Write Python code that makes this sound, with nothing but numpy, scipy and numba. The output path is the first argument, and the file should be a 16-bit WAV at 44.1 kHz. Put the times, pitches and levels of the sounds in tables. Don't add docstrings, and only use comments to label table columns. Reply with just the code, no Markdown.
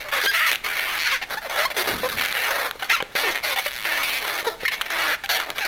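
import sys
import numpy as np
from scipy import signal
from scipy.fft import rfft, irfft
from scipy.io import wavfile
from scipy.ndimage import uniform_filter1d
from numba import njit

SR = 44100
rng = np.random.default_rng(int(sys.argv[2]) if len(sys.argv) > 2 else 0)


def file_out(sig):
    cols = np.atleast_2d(sig).T
    lim = np.clip(cols, -1, 1)
    pcm = np.round(lim * 32767).astype(np.int16)
    wavfile.write(sys.argv[1], SR, pcm)


N = 250047
TIME_S = np.arange(N) / SR

# (centre [Hz], width [Hz], gain [dB])
BODY_MODES = [(520, 340, -7), (1150, 1060, -11)]
EDGE_MODES = [(3195, 820, -3.5), (4180, 1580, -7.5), (5730, 1090, -12)]
FIZZ_MODES = [(10380, 4300, -3), (13270, 4700, -0.6), (14620, 930, 1.2)]


def rubbing(colour_db=4.0, skin_width_hz=680, overtone_ratio=1.63, overtone_width_hz=700, overtone_db=-8,
            air_width_hz=300, scuff_db=-8, body_db=1.0, clump_db=2.12):
    rate_hz, roughness, level_db, hollow_db, bright_db, ring_hz, air_hz, fizz_db = contact()
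    times_s, sizes, slip_roughness = slips(rate_hz, roughness)
    friction = from_db(scuff_db) * scuff(clicks(times_s, sizes * slip_roughness), decay_s=0.00058)

    chance = rng.standard_normal((N // 10, 3))[:len(times_s)].T
    shares = from_db(colour_db * slip_roughness * chance)
    skin_drive, air_drive, edge_drive = [clicks(times_s, sizes * share) + friction for share in shares]
    skin_drive = scatter(skin_drive, roughness, decay_s=0.0059, scatter_db=6.0)
    edge_drive = scatter(edge_drive, roughness, decay_s=0.0028, scatter_db=12.0)

    skin = moving_ring(skin_drive, ring_hz, skin_width_hz)
    skin -= from_db(overtone_db) * moving_ring(skin_drive, ring_hz * overtone_ratio, overtone_width_hz)
    skin = even(cut(cut(skin, 516, "high"), 2340, "low"))

    body = moving_ring(air_drive, air_hz, air_width_hz) + ring(air_drive, BODY_MODES)
    body = even(cut(cut(body, 212, "high"), 1170, "low", order=4))

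    edge = even(cut(cut(ring(edge_drive, EDGE_MODES), 3700, "high"), 7000, "low", order=4))
    spray = edge_drive + roughness * scuff(edge_drive, decay_s=0.000057)
    spray = even(cut(ring(spray, FIZZ_MODES), 6600, "high"))

    lock = np.clip(1 - roughness / 0.21, 0, 1)
    fizz_db = fizz_db - 7 * lock
    bright_db = bright_db + 4 * lock ** 2
    top = (edge + from_db(fizz_db) * spray) / np.hypot(1, from_db(fizz_db))

    level_db = level_db + clump_db * roughness * drift(92)
    return from_db(level_db) * (skin + from_db(hollow_db + body_db) * body + from_db(bright_db) * top)


# (start [s], end [s], first rate [Hz],
# middle rate [Hz], last rate [Hz], roughness [0-1], skin level [dB], hollow body [dB re skin], bright edge [dB re skin])
SQUEAL_ROWS = [(0.045, 0.085, 582, 593, 574, 0.28, -38, -1.5, -9),
               (0.125, 0.199, 597.5, 560.5, 522.2, 0.42, -22.5, -9.5, -6),
               (0.236, 0.263, 391, 414, 520, 0.58, -26.5, -4, 2),
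               (0.267, 0.307, 1518, 1645, 1565, 0.11, -20.5, -32, -6),
               (0.341, 0.394, 648.7, 667, 682.6, 0.2, -21, -17.5, -7.5),
               (0.403, 0.464, 585, 653, 661.5, .19, -19.5, -29, -11.5),
               (1.121, 1.163, 561.4, 532.2, 504.5, .22, -21, -19, -6),
               (1.214, 1.237, 762, 831, 882.4, 0.54, -27, -7.5, -8.5),
               (1.371, 1.387, 846, 872, 906.4, 0.15, -27.5, -1.5, -9),
               (1.446, 1.473, 755, 617.6, 539.6, 0.36, -34, 1.5, -5.5),
               (1.58, 1.648, 576, 622.7, 688, 0.35, -22.5, -6, -6),
               (1.652, 1.662, 956.7, 1057, 1076, 0.11, -23, 1.5, -2),
               (1.702, 1.718, 633.8, 608.4, 589.6, 0.59, -29, -3.5, -3.5),
               (1.766, 1.824, 449.7, 369.3, 375.5, 0.34, -25.5, -3.5, 0),
               (1.872, 1.918, 428.7, 385, 411.5, 0.51, -25, -3, -2.5),
               (2.032, 2.072, 491.5, 514, 541.2, 0.22, -28, 5, -4),
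               (2.823, 2.835, 725.2, 786, 860.4, 0.52, -23.5, -3.5, -7.5),
               (2.905, 2.919, 921, 941.6, 1006, .36, -18.5, -12, -8),
               (2.925, 2.958, 1241, 1349, 1228, 0.19, -21, -7, -5.5),
               (3.003, 3.009, 912, 820, 778.4, 0.4, -23.5, -1.5, -18),
               (3.152, 3.17, 606.5, 590, 559, 0.42, -21.5, -11.5, -5.5),
               (3.234, 3.305, 490.7, 400, 336.2, 0.29, -23.5, -6.5, -7.5),
               (3.56, 3.598, 765.4, 786, 728, 0.52, -27, -5, -3),
               (3.661, 3.668, 558, 588, 600, .18, -22.5, -5.5, -4),
               (4.468, 4.487, 496.6, 472, 429.9, 0.09, -26.5, 5, -3),
               (4.651, 4.661, 1745, 1946, 2096, 0.3, -16.5, -43, -12.5),
               (4.679, 4.687, 992, 1052, 1021, 0.36, -18.5, -30, -8.5),
               (5.115, 5.147, 449, 561, 739.7, .25, -22, -12, -8),
               (5.237, 5.249, 730.4, 768.6, 780.4, 0.22, -28, -7.5, -5),
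               (5.291, 5.378, 696.6, 688.6, 696.8, 0.62, -25.5, -7, 0),
               (5.609, 5.648, 811.5, 812.5, 723, 0.17, -25, -8.5, -9)]
SQUEAL_SWELL_DB, SQUEAL_FADE_DB, SQUEAL_RELEASE_DB_PER_S = 0.5, 2, 1000
AIR_HZ, AIR_TOP_HZ = 670, 1090


def contact():
    rate_hz, rough, level_db, hollow_db, bright_db, ring_hz, fizz_db = strokes()
    air_hz = np.full(N, float(AIR_HZ))
    for start_s, end_s, first_hz, middle_hz, last_hz, roughness, db, hollow, bright in SQUEAL_ROWS:
        progress = np.clip((TIME_S - start_s) / (end_s - start_s), 0, 1)
        squeal_db = db + SQUEAL_SWELL_DB * arch(progress) - SQUEAL_FADE_DB * (progress - .5)
        squeal_db -= SQUEAL_RELEASE_DB_PER_S * np.maximum(TIME_S - end_s, 0)
        locked = (TIME_S >= start_s) & ((TIME_S < end_s) | (squeal_db > level_db))
        pitch_curve = np.polyfit([0, .5, 1], [first_hz, middle_hz, last_hz], 2)
        rate_hz[locked] = np.polyval(pitch_curve, progress[locked])
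        level_db[locked], rough[locked] = squeal_db[locked], roughness
        hollow_db[locked], bright_db[locked] = hollow, bright
        air_hz[locked] = np.minimum(rate_hz[locked], AIR_TOP_HZ)
    level_db = level_db + rough * catches()
    controls = np.array([rate_hz, rough, level_db, hollow_db, bright_db, ring_hz, air_hz, fizz_db])
    return uniform_filter1d(controls, size=SR // 600, axis=1)


# (start [s], end [s], first level [dB], last level [dB], slip rate [Hz], roughness [0-1], skin ring [Hz],
# hollow body [dB re skin], bright edge [dB re skin], fizz [dB re edge])
RUB_ROWS = [(0.0, 0.109, -38, -39, 510, 0.95, 1840, -7.5, -4.5, -6),
            (0.122, 0.32, -23.5, -25.5, 495, 0.81, 1770, -20, -5, -6.5),
            (0.338, 0.502, -22, -20, 650, .4, 1850, -21, -6, -3.5),
            (0.508, 0.548, -23, -28, 242, .9, 2200, -12, -4, -2.5),
            (0.646, 0.983, -26.5, -25, 366, 0.59, 1950, -13.5, -7, -3),
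            (0.991, 1.04, -25, -25, 155, 0.24, 2150, -20, -3, -10),
            (1.046, 1.166, -22, -26, 468, 0.47, 2095, -23, -5.5, -11),
            (1.299, 1.349, -36.5, -33, 400, 0.76, 1515, -5, -3, -5),
            (1.42, 1.48, -35.5, -40, 614, 0.61, 1770, -6, -4.5, -4),
            (1.498, 1.669, -27.5, -32.5, 564, 0.71, 1770, -4, -4, -5.5),
            (1.749, 1.944, -36.5, -29, 400, 0.71, 1826, -3, -2, -3.5),
            (1.961, 2.161, -33, -33.5, 450, 0.8, 1602, -11.5, -1.5, -3.5),
            (2.17, 2.319, -26.5, -27, 300, .95, 2049, -13, -6, -3),
            (2.341, 2.481, -26, -23.5, 493, 0.6, 1906, -11, -6.5, -1.5),
            (2.488, 2.676, -25.5, -29, 543, 0.58, 1700, -4.5, -5.5, -3),
            (2.796, 2.847, -40, -30, 624, 0.87, 1889, -8, -2.5, -6),
            (2.901, 2.974, -19, -26, 670, 0.71, 1995, -15, -8, -8),
            (3.175, 3.324, -26, -28.5, 270, 0.42, 1795, -6, -0.5, -6),
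            (3.348, 3.38, -26, -27, 137, 0.21, 1950, -9.5, -7.5, -5),
            (3.438, 3.533, -24, -27, 590, 0.51, 2148, -7.5, -2, -6),
            (3.599, 3.688, -34.5, -33, 570, 0.58, 2129, -16, -1, -3),
            (3.705, 3.842, -35, -33, 119, 0.36, 1999, -15, -1.5, -5),
            (3.855, 4.025, -25, -25, 310, .45, 1860, -11.5, -7, -4.5),
            (4.03, 4.191, -26, -27, 288, 0.48, 2310, -13.5, -3.5, -3.5),
            (4.208, 4.405, -31, -27, 390, 0.69, 1795, -6.5, -3.5, -4),
            (4.449, 4.55, -30, -44, 356, 0.5, 1349, 0, -2.5, -4.5),
            (4.607, 4.647, -34.5, -34, 530, 0.64, 1980, -10.5, -5.5, -7),
            (4.719, 4.747, -23.5, -25, 525, 0.68, 2198, -13.5, -5.5, -7),
            (4.761, 4.892, -35, -37.5, 396, 0.94, 2024, -8, -6.5, -5),
            (4.905, 5.121, -26.5, -21.5, 330, 0.44, 1810, -9.5, -6.5, -6.5),
            (5.309, 5.434, -23.5, -28, 353, 0.98, 1753, -9, -6, -7),
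            (5.463, 5.509, -39, -32.5, 313, 0.93, 1750, 0.5, -6, -5),
            (5.555, 5.671, -33.5, -24.5, 284, 0.97, 1742, -8, -4, -6)]
BITE_DB_PER_S, RELEASE_DB_PER_S, SWELL_DB = 1400, 499.5, 0.5
RESTING_DB = -50.5
SLOWING, SETTLING, RING_SAG = .25, .3, 0.049


def strokes():
    controls, strongest_db = np.zeros((7, N)), np.full(N, -np.inf)
    for start_s, end_s, first_db, last_db, rate_hz, rough, ring_hz, hollow_db, bright_db, fizz_db in RUB_ROWS:
        progress = np.clip((TIME_S - start_s) / (end_s - start_s), 0, 1)
        level_db = first_db + (last_db - first_db) * progress + SWELL_DB * arch(progress)
        level_db -= BITE_DB_PER_S * np.maximum(start_s - TIME_S, 0)
        level_db -= RELEASE_DB_PER_S * np.maximum(TIME_S - end_s, 0)
        holds = level_db > strongest_db
        strongest_db = np.maximum(strongest_db, level_db)
        twist = progress[holds] - .5
        controls[:, holds] = np.broadcast_arrays(
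            rate_hz * (1 - SLOWING * twist), rough * (1 - SETTLING * twist),
            np.maximum(level_db[holds], RESTING_DB), hollow_db, bright_db,
            ring_hz * (1 - RING_SAG * twist), fizz_db)
    return controls


CATCHES_PER_S, CATCH_DB, CATCH_DECAY_S = 30, 7, 0.0079


def catches():
    starts = rng.random(N) < CATCHES_PER_S / SR
    jumps_db = signal.lfilter([CATCH_DB], [1, -np.exp(-1 / (CATCH_DECAY_S * SR))], starts)
    return np.minimum(jumps_db, 2 * CATCH_DB) - jumps_db.mean()


def slips(rate_hz, rough, wander=.11, jitter_cycles=0.2276, uneven_db=3.0):
    rough = np.clip(rough, 0, 1) * np.clip(rough / .2, 0, 1)
    cycles = np.cumsum(rate_hz * np.exp(wander * rough * drift(70))) / SR
    times_s = np.interp(np.arange(1, int(cycles[-1])), cycles, TIME_S)
    rate_hz, rough = np.interp(times_s, TIME_S, rate_hz), np.interp(times_s, TIME_S, rough)
    late, size = rng.standard_normal((N // 10, 2))[:len(times_s)].T
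    sizes = from_db(uneven_db * rough * size) / np.sqrt(rate_hz)
    return times_s + jitter_cycles * rough * late / rate_hz, sizes, rough


def scuff(pulses, decay_s):
    r = np.exp(-1 / (decay_s * SR))
    power = signal.lfilter([1 - r], [1, -r], pulses ** 2 + 1e-18)
    return np.sqrt(power) * rng.standard_normal(N)


def scatter(x, rough, decay_s, scatter_db, change_hz=14, path_count=4):
    age_s, echoes = TIME_S[:SR // 60], 0
    for _ in range(path_count):
        path = rng.standard_normal(len(age_s)) * np.exp(-age_s / decay_s)
        path /= np.sqrt(path_count * np.sum(path ** 2))
        echoes = echoes + drift(change_hz) * signal.oaconvolve(x, path)[:N]
    return x + from_db(scatter_db) * np.sqrt(np.abs(rough)) * echoes


def moving_ring(x, hz, width_hz):
    return glide(x, 2 * np.pi * hz / SR, np.exp(-np.pi * width_hz / SR))


# (time [s], peak level before the low cut [dB], skin ring [Hz])
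SNAP_ROWS = [(0.5159, -2.5, 2270), (0.5298, -10, 2760), (0.5395, -13, 2715), (0.5574, -6.5, 2779),
             (2.1964, -12, 1934), (2.241, -13, 2050), (2.2602, -6, 2271), (2.2853, -12, 1930),
             (2.326, -7, 1823), (2.7113, -8, 1495), (3.0253, -10.5, 1703), (3.1904, -10, 2136),
             (3.3582, -9.5, 1949), (4.428, -19.5, 1702), (4.8124, -7.5, 1419), (4.8164, -5.5, 2955),
             (4.8207, -15, 1438), (4.9041, -11.5, 1526), (5.2606, -13.5, 2560), (5.292, -12, 1786),
             (5.5032, -7.5, 2518), (5.5834, -11.5, 2094)]


def snaps(width_hz=520, edge_db=-6, fizz_db=-19, scuff_db=-17):
    out, size = np.zeros(N + SR), SR // 20
    age_s = TIME_S[:size]
    for time_s, peak_db, hz in SNAP_ROWS:
        grit = rng.standard_normal(size) * np.exp(-age_s / 0.0011)
        kick = (age_s == 0) + from_db(scuff_db) * grit
        crack = resonate(kick, hz, width_hz)
        crack += from_db(edge_db) * ring(kick, EDGE_MODES) + from_db(fizz_db) * ring(kick, FIZZ_MODES)
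        start = int(time_s * SR)
        out[start:start + size] += from_db(peak_db) * crack / np.abs(crack).max()
    return cut(out[:N], 400, "high")


# (time [s], level [dB])
THUMP_ROWS = [(1.344, -29.5), (2.754, -29.5), (3.024, -18), (3.151, -21), (4.426, -28), (4.631, -22),
              (5.494, -29.5)]
# (centre [Hz], width [Hz], relative gain [dB])
THUMP_RESONANCES = [(150, 120, 1), (400, 100, 9.5), (520, 80, 13), (820, 330, -6.5)]


def thumps():
    time_s, peak_db = np.transpose(THUMP_ROWS)
    boom = cut(ring(signal.unit_impulse(SR // 4), THUMP_RESONANCES), 1160, "low")
    return signal.fftconvolve(clicks(time_s, from_db(peak_db)), boom / np.abs(boom).max())[:N]


# (time [s], rustle level added [dB])
BRUSH_ROWS = [(1.95, -36), (2.17, -40.5)]
BRUSH_FADE_DB_PER_S, HANDS_DB = 160, -62


def handling():
    sway = from_db(HANDS_DB)
    for time_s, db in BRUSH_ROWS:
        sway = sway + from_db(db - BRUSH_FADE_DB_PER_S * np.abs(TIME_S - time_s))
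    rustle = cut(cut(rng.standard_normal(N), 380, "low"), 47, "high")
    return sway * from_db(2 * drift(2.5)) * rustle / rustle.std()


ROOM_T60_S, ROOM_DB, WALL_CUT_HZ = 0.43, -15, 5000


def room(x, first_echo_s=0.0035):
    age_s = TIME_S[:SR // 2]
    tail = rng.standard_normal(len(age_s)) * from_db(-60 * age_s / ROOM_T60_S) * (age_s > first_echo_s)
    tail = cut(tail, WALL_CUT_HZ, "low", order=1)
    tail *= np.sqrt(WALL_CUT_HZ * np.pi / SR / np.sum(tail ** 2))
    return from_db(ROOM_DB) * signal.fftconvolve(x, tail)[:N]


# (frequency [Hz], relative spectral level [dB])
FLOOR_SPECTRUM = [(25, 6), (70, -5.5), (400, -9), (1000, -8.5), (16000, -28.5)]
FLOOR_RMS_DB = -47.5


def floor():
    hz, db = np.transpose(FLOOR_SPECTRUM)
    bins_hz = np.arange(N // 2 + 1) * SR / N + 1
    gain = from_db(np.interp(np.log(bins_hz), np.log(hz), db))
    air = cut(irfft(rfft(rng.standard_normal(N)) * gain, N), 16.0, "high")
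    return from_db(FLOOR_RMS_DB) * air / air.std()


def from_db(db):
    return 10 ** (np.asarray(db) / 20)


def arch(progress):
    return 4 * progress * (1 - progress) - 2 / 3


def drift(rate_hz):
    slow = cut(rng.standard_normal(N + SR), rate_hz, "low")[SR:]
    return slow / slow.std()


def clicks(times_s, sizes):
    at = np.clip(np.asarray(times_s) * SR, 0, N - 2)
    whole, part = at.astype(int), at % 1
    return np.bincount(whole, sizes * (1 - part), N) + np.bincount(whole + 1, sizes * part, N)


def even(x, window_s=0.0085):
    size = int(window_s * SR)
    power = uniform_filter1d(uniform_filter1d(x * x, size), size)
    return x / np.sqrt(np.abs(power) + 1e-4 * np.mean(x * x))


def cut(x, hz, kind, order=2):
    sos = signal.butter(order, min(hz, .45 * SR), kind, fs=SR, output="sos")
    return signal.sosfilt(sos, x + 1e-18)


def resonate(x, hz, width_hz):
    r = np.exp(-np.pi * width_hz / SR)
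    feedback = [1, -2 * r * np.cos(2 * np.pi * hz / SR), r * r]
    return signal.lfilter(np.array([1, 0, -1]) * (1 - r * r) / 2, feedback, x + 1e-18)


def ring(x, modes):
    return sum((-1) ** k * from_db(db) * resonate(x, hz, width_hz)
               for k, (hz, width_hz, db) in enumerate(modes))


@njit
def glide(x, angle, r):
    y = np.zeros(len(x))
    for i in range(2, len(x)):
        drive = (1 - r * r) / 2 * (x[i] - x[i - 2])
        y[i] = drive + 2 * r * np.cos(angle[i]) * y[i - 1] - r * r * y[i - 2] + 1e-18
    return y


def scene():
    balloon = rubbing() + snaps() + thumps() + handling()
    return (balloon + room(balloon) + floor())[None]


CUTOFF_HZ = 16300


def record(dry, top=1.0):
    sos = signal.ellip(10, .1, 80, CUTOFF_HZ, fs=SR, output="sos")
    return signal.sosfilt(sos, top * np.tanh(dry / top))


dry = scene()
out = record(dry)
file_out(out)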